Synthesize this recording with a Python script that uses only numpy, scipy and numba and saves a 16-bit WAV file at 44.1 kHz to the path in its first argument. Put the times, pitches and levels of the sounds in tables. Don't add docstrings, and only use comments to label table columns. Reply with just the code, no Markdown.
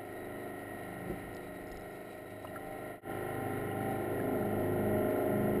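import sys
import numpy as np
from scipy import signal
from scipy.fft import rfft, irfft
from scipy.io import wavfile
from scipy.ndimage import uniform_filter1d
from numba import njit

SR = 44100
rng = np.random.default_rng(int(sys.argv[2]) if len(sys.argv) > 2 else 0)


def store_pcm(level_fs):
    pcm = np.round(np.clip(level_fs, -1, 1) * 32767).astype(np.int16)
    wavfile.write(sys.argv[1], SR, np.atleast_2d(pcm).T)


N = 246959

# frequency in Hz, relative density in dB per Hz.
SEA_COLOUR = [(1350, -24), (2300, -4), (3000, -12.5), (3490, -18.5), (3930, -9), (4370, -17.5),
              (4920, -16.5), (5900, -18), (7670, -53), (13000, -120)]
# start in seconds, peak in dB, contact in ms (width at half force).
BUMPS = [(1.069, -37.5, 1.06), (1.099, -27.5, 1.56), (1.1084, -28, 1), (1.1165, -34.5, 2.8),
         (1.128, -34.5, 1.1)]
# frequency in Hz, relative level in dB, 60 dB decay in seconds.
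HOUSING_MODES = [(56, 10, 0.14), (184, 9.5, 0.11), (377, 7.5, 0.15), (523, 11, 0.03), (684, 5, 0.056),
                 (985, -11, .03)]
# start in seconds, peak in dB, frequency in Hz, 60 dB decay in seconds.
PLINKS = [(2.426, -60, 5400, .02), (2.4445, -34, 650, 0.012), (2.448, -37.5, 1017, .03),
          (2.449, -40, 1250, 0.016), (2.472, -47.5, 2850, 0.041), (2.559, -36.5, 1358, 0.084),
          (2.557, -44, 1670, 0.044), (3.714, -45, 2860, 0.034), (4.199, -38.5, 1670, 0.044),
          (4.431, -46, 1710, .03), (4.654, -50, 1670, 0.028)]
# start in seconds, ring peak in dB, snap peak in dB.
TICKS = [(1.348, -48, -56), (1.367, -60, -40.5), (1.671, -53, -55), (1.684, -57, -59), (1.701, -60, -62),
         (1.716, -52, -44), (1.7205, -49, -50), (1.726, -61, -61), (1.746, -56, -57), (1.772, -47, -47),
         (1.800, -61, -61), (1.8097, -54, -56), (1.820, -60, -62), (1.913, -60, -62), (1.925, -62, -64),
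         (3.885, -68, -60), (3.894, -66, -61), (3.913, -59, -57), (4.179, -68, -58), (5.377, -62, -53)]
# moment in seconds, level of the low rumble in dB.
SURGES = [(.3, -70), (1.25, -57), (1.65, -51.5), (2.5, -62), (3.15, -57), (3.63, -55), (4.15, -63),
          (4.64, -53), (5.08, -50), (5.5, -52)]
# time in seconds, level in dB.
NEAR_HISS_LEVELS = [(3.1, -75), (4.1, -73.5), (4.6, -81.5), (5.1, -81), (5.4, -75)]
# frequency in Hz, width of one pass in Hz, relative level in dB.
BOOM_MODES = [(116.3, 39, -6), (203, 84, -4), (369, 355, -1.5), (479.4, 100, -3), (666.6, 127, 0.5)]
# frequency in Hz, width of one pass in Hz, relative level in dB.
RATTLE_MODES = [(968, 47, -10.5), (1370, 156, 1.5), (1902, 165, 3), (2200, 400, -3.5), (2856, 750, -5),
                (2875, 270, -17.5)]
# time in seconds, drone in dB, rattle in dB.
SHOT_LEVELS = [
    [(0.0, -45, -53.5), (0.39, -42.5, -51.5), (1.1, -43, -51), (1.25, -44, -52), (2.34, -46.5, -56),
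     (2.93, -42.5, -50.5)],
    [(3.1, -38, -48), (3.31, -37, -47), (4.52, -32.5, -48.5), (4.86, -32.5, -47.5), (5.14, -32, -47),
     (5.6, -31, -47.5)],
]
# multiple of the shaft rate, relative level in dB.
FAR_ORDERS = [(1, -15.5), (2, -17), (3, -15.5), (4, -5.5), (5, -10), (6, -15.5), (7, -7.5), (8, -15.5),
              (9, -16.5), (10, -11), (11, -2), (12, -10), (13, -4.5), (14, -0.5), (15, -9.5), (16, -3),
              (17, -9), (18, -15), (19, -11.5), (20, -16), (21, -15), (22, -12.5), (23, -11), (24, -2),
              (25, -13.5), (26, -10.5), (27, -6.5), (28, -6.5), (29, -12.5), (30, -7), (31, -16.5),
              (32, -18.5), (33, -17), (34, -23.5), (35, -22), (36, -24), (37, -18.5), (38, -20.5),
              (39, -38), (40, -15.5), (41, -14), (42, -24.5), (43, -47), (44, -35), (45, -35), (46, -35),
              (47, -34), (48, -24), (49, -24), (50, -14), (51, -26.5), (52, -20.5), (53, -12), (54, -19),
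              (55, -33), (56, -16.5), (57, -37), (58, -18.5), (59, -24), (60, -31), (61, -31), (62, -21),
              (63, -27.5), (64, -26.5), (65, -32), (66, -41), (67, -27), (68, -23), (69, -20), (70, -25.5),
              (71, -14), (72, -14), (73, -7), (74, -12), (75, -21.5), (76, -10.5), (77, -17), (78, -22.5),
              (79, -15), (80, -18), (81, -31), (82, -23), (83, -16.5), (84, -15), (85, -25), (86, -35)]
# multiple of the shaft rate, relative level in dB.
NEAR_ORDERS = [(1, -20), (2, -22), (3, -21), (4, -2.5), (5, -7), (6, -11), (7, -14.5), (8, -8.5), (9, -13),
               (10, -5.5), (11, -4), (12, -10), (13, -5), (14, -0.5), (15, -8.5), (16, -1), (17, -9),
               (18, -17), (19, -18), (20, -14), (21, -23), (22, -13.5), (23, -14), (24, -3.5), (25, -21.5),
               (26, -16), (27, -25.5), (28, -10.5), (29, -20), (30, -8), (31, -16), (32, -18.5),
               (33, -16.5), (34, -26.5), (35, -30), (36, -27), (37, -38), (38, -32), (39, -46), (40, -16.5),
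               (41, -21), (42, -38), (43, -37), (44, -48), (45, -45), (46, -41), (47, -51), (48, -34),
               (49, -26), (50, -24), (51, -21), (52, -24), (53, -16.5), (54, -24), (55, -19.5), (56, -25),
               (57, -28), (58, -25.5), (59, -36), (60, -25.5), (61, -31.5), (62, -32), (63, -27), (64, -38),
               (65, -32), (66, -40), (67, -41), (68, -33), (69, -24), (70, -19.5), (71, -32), (72, -24),
               (73, -21.5), (74, -16.5), (75, -33), (76, -35), (77, -22), (78, -32), (79, -28), (80, -41.5),
               (81, -33), (82, -31), (83, -19), (84, -27), (85, -28.5), (86, -40.5)]
# multiple of the shaft rate, relative level in dB far and near,
# moment in step with the first engine in seconds, far and near.
TWIN_ORDERS = [(4, -23.5, -17.5, 2.34, 4.72), (7, -16.5, -10.5, 1.516, 4.88), (8, -10, -6, 1.94, 4.41),
               (10, -16, -10, 1.656, 5.5), (13, -24, -15, 1.62, 5.6), (14, -14.5, -17, 1.68, 4.4),
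               (24, -11.5, -22, 1.51, 4.45)]
# multiple, slope in dB per second far and near.
ORDER_DRIFT = [(4, 0, -.5), (5, 0, -3), (8, -3, 1.5), (10, -0.1, -1), (12, 1, -2.5), (11, 0, 2.5),
               (14, -0.5, 1.5), (16, 0.5, 2.2), (17, 3.5, 0.5), (24, 3, 3), (30, 2.5, -7.5), (26, 2, 0),
               (27, 1, -4), (31, -1, -6), (32, 3, 2.5), (40, 1, 1.5), (73, -0.5, -2.5)]
# centre in seconds, multiple, change in dB, time from centre to 1/e in seconds.
ORDER_SWELLS = [(.7, 73, 4, 0.31), (.7, 28, 3, .4), (.65, 30, -9, .15), (2.05, 4, -5.5, .15),
                (2.6, 4, -7, .15), (3.6, 8, -6, 0.38), (3.6, 24, -6, 0.16), (3.9, 30, 5.5, 0.27),
                (4.62, 5, -12, 0.23), (4.85, 4, 3, .15), (5.13, 4, -9, .1), (5.15, 5, -13, .1),
                (5.452, 5, 6.5, .2)]

SEA_DB = -67
TICK_HZ, TICK_T60_S, SNAP_HZ, SNAP_T60_S = 5120, 0.011, 4300, 0.002
SNAP_DELAY_S = 0.0004
FAINT_TICKS, FAINT_DB = 10, -68
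SURGE_S, CALM_DB = 0.15, -32.5
GEAR_HZ, GEAR_WIDTH_HZ, GEAR_DB = 3893, 110, -75
NEAR_HISS_HZ, NEAR_HISS_WIDTH_HZ = 3850, 420
SHAFT_HZ, TWIN_FASTER_HZ = 25.825, 0.2457
WANDER_RAD, WANDER_PER_S = 0.036, 2.5
RATTLE_FROM = 35
BOOM_DB, RATTLE_DB = -6.5, -3
FIRM_DB, FIRM_SHARE = -9, 0.58
FAR_MIDDLE_S, NEAR_MIDDLE_S = 1.5, 4.3
CUT_S, FADE_OUT_S, FADE_IN_S, FADE_POWER = 3.0115, 0.11, 0.095, 0.99
EASE_S = 0.004
GUARD_HZ, CAMERA_HZ, HOLD, TOP_HZ = 5700, 12000, 4, 15020


def undb(db):
    return 10 ** (np.asarray(db) / 20)


def level(x, db):
    return x * undb(db) / np.sqrt(np.mean(x ** 2))


def walk(rate):
    steps = rng.standard_normal(int(N / SR * 60) + 2)
    return np.interp(np.arange(N) / SR * rate, np.arange(len(steps)), steps) * 1.61


def ring(x, hz, width):
    b, a = signal.iirpeak(hz, hz / width, SR)
    once = signal.lfilter(b, a, x)
    return signal.lfilter(b, a, once)


def add(out, s, sound):
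    i = int(s * SR)
    out[i:i + len(sound)] += sound[:len(out) - i]


def mode(hz, t60, rise_cycles):
    t = np.arange(int(t60 * SR)) / SR
    risen = np.minimum(t * hz / max(rise_cycles, .01), 1)
    build = np.sin(np.pi / 2 * risen) ** 2
    decay = np.exp(-np.log(1000) * t / t60)
    return np.sin(2 * np.pi * hz * t) * decay * build


def wash(modes, turn, throb, flicker_db):
    out = 0
    for hz, width, db in modes:
        beat = 1 + throb * np.cos(2 * turn + rng.uniform(0, 2 * np.pi))
        noise = level(ring(rng.standard_normal(N), hz, width), db)
        out = out + noise * beat * undb(flicker_db * walk(12.))
    return level(out, 0)


def sea():
    hz = np.arange(N // 2 + 1) * SR / N + 1e-9
    colour_hz, colour_db = np.transpose(SEA_COLOUR)
    colour = undb(np.interp(np.log(hz), np.log(colour_hz), colour_db))
    grains = rng.standard_normal(N) * undb(1.7 * walk(55.) + .7 * walk(6.))
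    return level(irfft(rfft(grains) * colour, N), SEA_DB)


def plinks_and_ticks():
    out = np.zeros(N)
    faint = [(a * N / SR, FAINT_DB - 6 * b, FAINT_DB - 6 * c) for a, b, c in rng.random((FAINT_TICKS, 3))]
    rings = [(row, 3.) for row in PLINKS]
    for s, ring_db, snap_db in TICKS + faint:
        rings.append(((s, ring_db, TICK_HZ, TICK_T60_S), 5.))
        rings.append(((s + SNAP_DELAY_S, snap_db, SNAP_HZ, SNAP_T60_S), .5))
    for (s, db, hz, t60), rise_cycles in rings:
        sound = mode(hz, t60, rise_cycles)
        add(out, s, undb(db) * sound / np.abs(sound).max())
    return out


def bumps():
    out = np.zeros(N)
    body = np.zeros(SR // 4)
    for hz, db, t60 in HOUSING_MODES:
        add(body, 0, undb(db) * mode(hz, t60, 0))
    for s, db, contact_ms in BUMPS:
        force = np.hanning(int(contact_ms * SR / 500) + 3)
        blow = np.convolve(body, np.diff(force))
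        add(out, s, undb(db) * blow / np.abs(blow).max())
    return out


def surges(t, turn, drone_db):
    surging = undb(drone_db + CALM_DB)
    for at, db in SURGES:
        surging = surging + undb(db) * np.exp(-((t - at) / SURGE_S) ** 2)
    return surging * wash([(27.3, 8, -2.5), (55, 91, -4)], turn, throb=0, flicker_db=5.0)


def gear_hiss(t, turn):
    narrow = wash([(GEAR_HZ, GEAR_WIDTH_HZ, 0)], turn, throb=0.34, flicker_db=2.0)
    wide = wash([(NEAR_HISS_HZ, NEAR_HISS_WIDTH_HZ, 0)], turn, throb=0.33, flicker_db=3.0)
    near_db = np.interp(t, *np.transpose(NEAR_HISS_LEVELS))
    return np.where(t < CUT_S, undb(GEAR_DB) * narrow, undb(near_db) * wide)


@njit
def comb(turn, orders, gains, sway, step):
    out = np.zeros(len(turn))
    for k in range(gains.shape[0]):
        for i in range(len(turn)):
            j, u = i // step, (i % step) / step
            g = gains[k, j] + u * (gains[k, j + 1] - gains[k, j])
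            p = sway[k, j] + u * (sway[k, j + 1] - sway[k, j])
            out[i] += g * np.sin(orders[k] * turn[i] + p)
    return out


def engine_tones(turn, first, last, swell_db, sway_rad):
    step = 2048
    s = np.arange(N // step + 2) * step / SR

    def shot(far, near):
        return np.where(s > CUT_S, near, far)

    far_orders = np.array(FAR_ORDERS)[first - 1:last, 1:]
    near_orders = np.array(NEAR_ORDERS)[first - 1:last, 1:]
    db = shot(far_orders, near_orders)
    norm_db = 10 * np.log10(np.sum(undb(db) ** 2, axis=0) / 2)
    slow = uniform_filter1d(rng.standard_normal((2, len(db), len(s))), size=5, axis=2) * np.sqrt(5)
    share = np.where(db - norm_db > FIRM_DB, FIRM_SHARE, 1)
    path_db = swell_db * slow[0] * share - norm_db
    for order, far, near in ORDER_DRIFT:
        if first <= order <= last:
            path_db[order - first] += shot(far, near) * (s - shot(FAR_MIDDLE_S, NEAR_MIDDLE_S))
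    for at, order, rise_db, half_s in ORDER_SWELLS:
        if first <= order <= last:
            path_db[order - first] += rise_db * np.exp(-((s - at) / half_s) ** 2)
    phase = rng.uniform(0, 2 * np.pi, (len(db), 1)) + sway_rad * slow[1]
    rows = [(first + k, db[k] + path_db[k], phase[k]) for k in range(len(db))]
    for order, far_db, near_db, far_s, near_s in TWIN_ORDERS:
        if first <= order <= last:
            k = order - first
            lead = 2 * np.pi * order * TWIN_FASTER_HZ * (s - shot(far_s, near_s))
            rows.append((order, shot(far_db, near_db) + path_db[k], phase[k] + lead))
    orders, gains_db, phases = (np.array(c, float) for c in zip(*rows))
    return comb(turn, orders, undb(gains_db), phases, step)


def hull_rattle(turn):
    tones = engine_tones(turn, RATTLE_FROM, len(FAR_ORDERS), swell_db=1.5, sway_rad=0.39)
    noise = wash(RATTLE_MODES, turn, throb=0.16, flicker_db=0.5)
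    return level(tones + undb(RATTLE_DB) * noise, 0)


def engine_drone(turn):
    tones = engine_tones(turn, 1, RATTLE_FROM - 1, swell_db=3.0, sway_rad=0.16)
    noise = wash(BOOM_MODES, turn, throb=0.32, flicker_db=1.0)
    return level(tones + undb(BOOM_DB) * noise, 0)


def boat():
    t = np.arange(N) / SR
    s, *columns = np.transpose(np.vstack(SHOT_LEVELS))
    drone_db, rattle_db = (np.interp(t, s, c) for c in columns)
    turn = 2 * np.pi * SHAFT_HZ * t + WANDER_RAD * walk(WANDER_PER_S)
    drone = undb(drone_db) * engine_drone(turn)
    rattle = undb(rattle_db) * hull_rattle(turn)
    return drone + rattle + gear_hiss(t, turn) + surges(t, turn, drone_db)


def scene():
    t = np.arange(N) / SR - CUT_S
    fade = np.clip(np.where(t < 0, -t / FADE_OUT_S, t / FADE_IN_S), 0, 1) ** FADE_POWER
    fade *= np.clip((N / SR - CUT_S - t) / EASE_S, 0, 1)
    layers = boat() + sea() + plinks_and_ticks() + bumps()
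    return (layers * fade)[None]


def record(dry):
    margin = SR // 30
    run_on = np.pad(dry, ((0, 0), (margin, margin)), mode="reflect", reflect_type="odd")
    guard = signal.butter(4, GUARD_HZ, fs=SR, output="sos")
    guarded = signal.sosfiltfilt(guard, run_on)
    slow = signal.resample_poly(guarded, CAMERA_HZ, SR, axis=1)
    held = signal.resample_poly(np.repeat(slow, HOLD, axis=1), SR, CAMERA_HZ * HOLD, axis=1)
    top_cut = signal.ellip(14, .3, 85, TOP_HZ, fs=SR, output="sos")
    return signal.sosfilt(top_cut, held)[:, margin:margin + N]


dry = scene()
out = record(dry)
store_pcm(out)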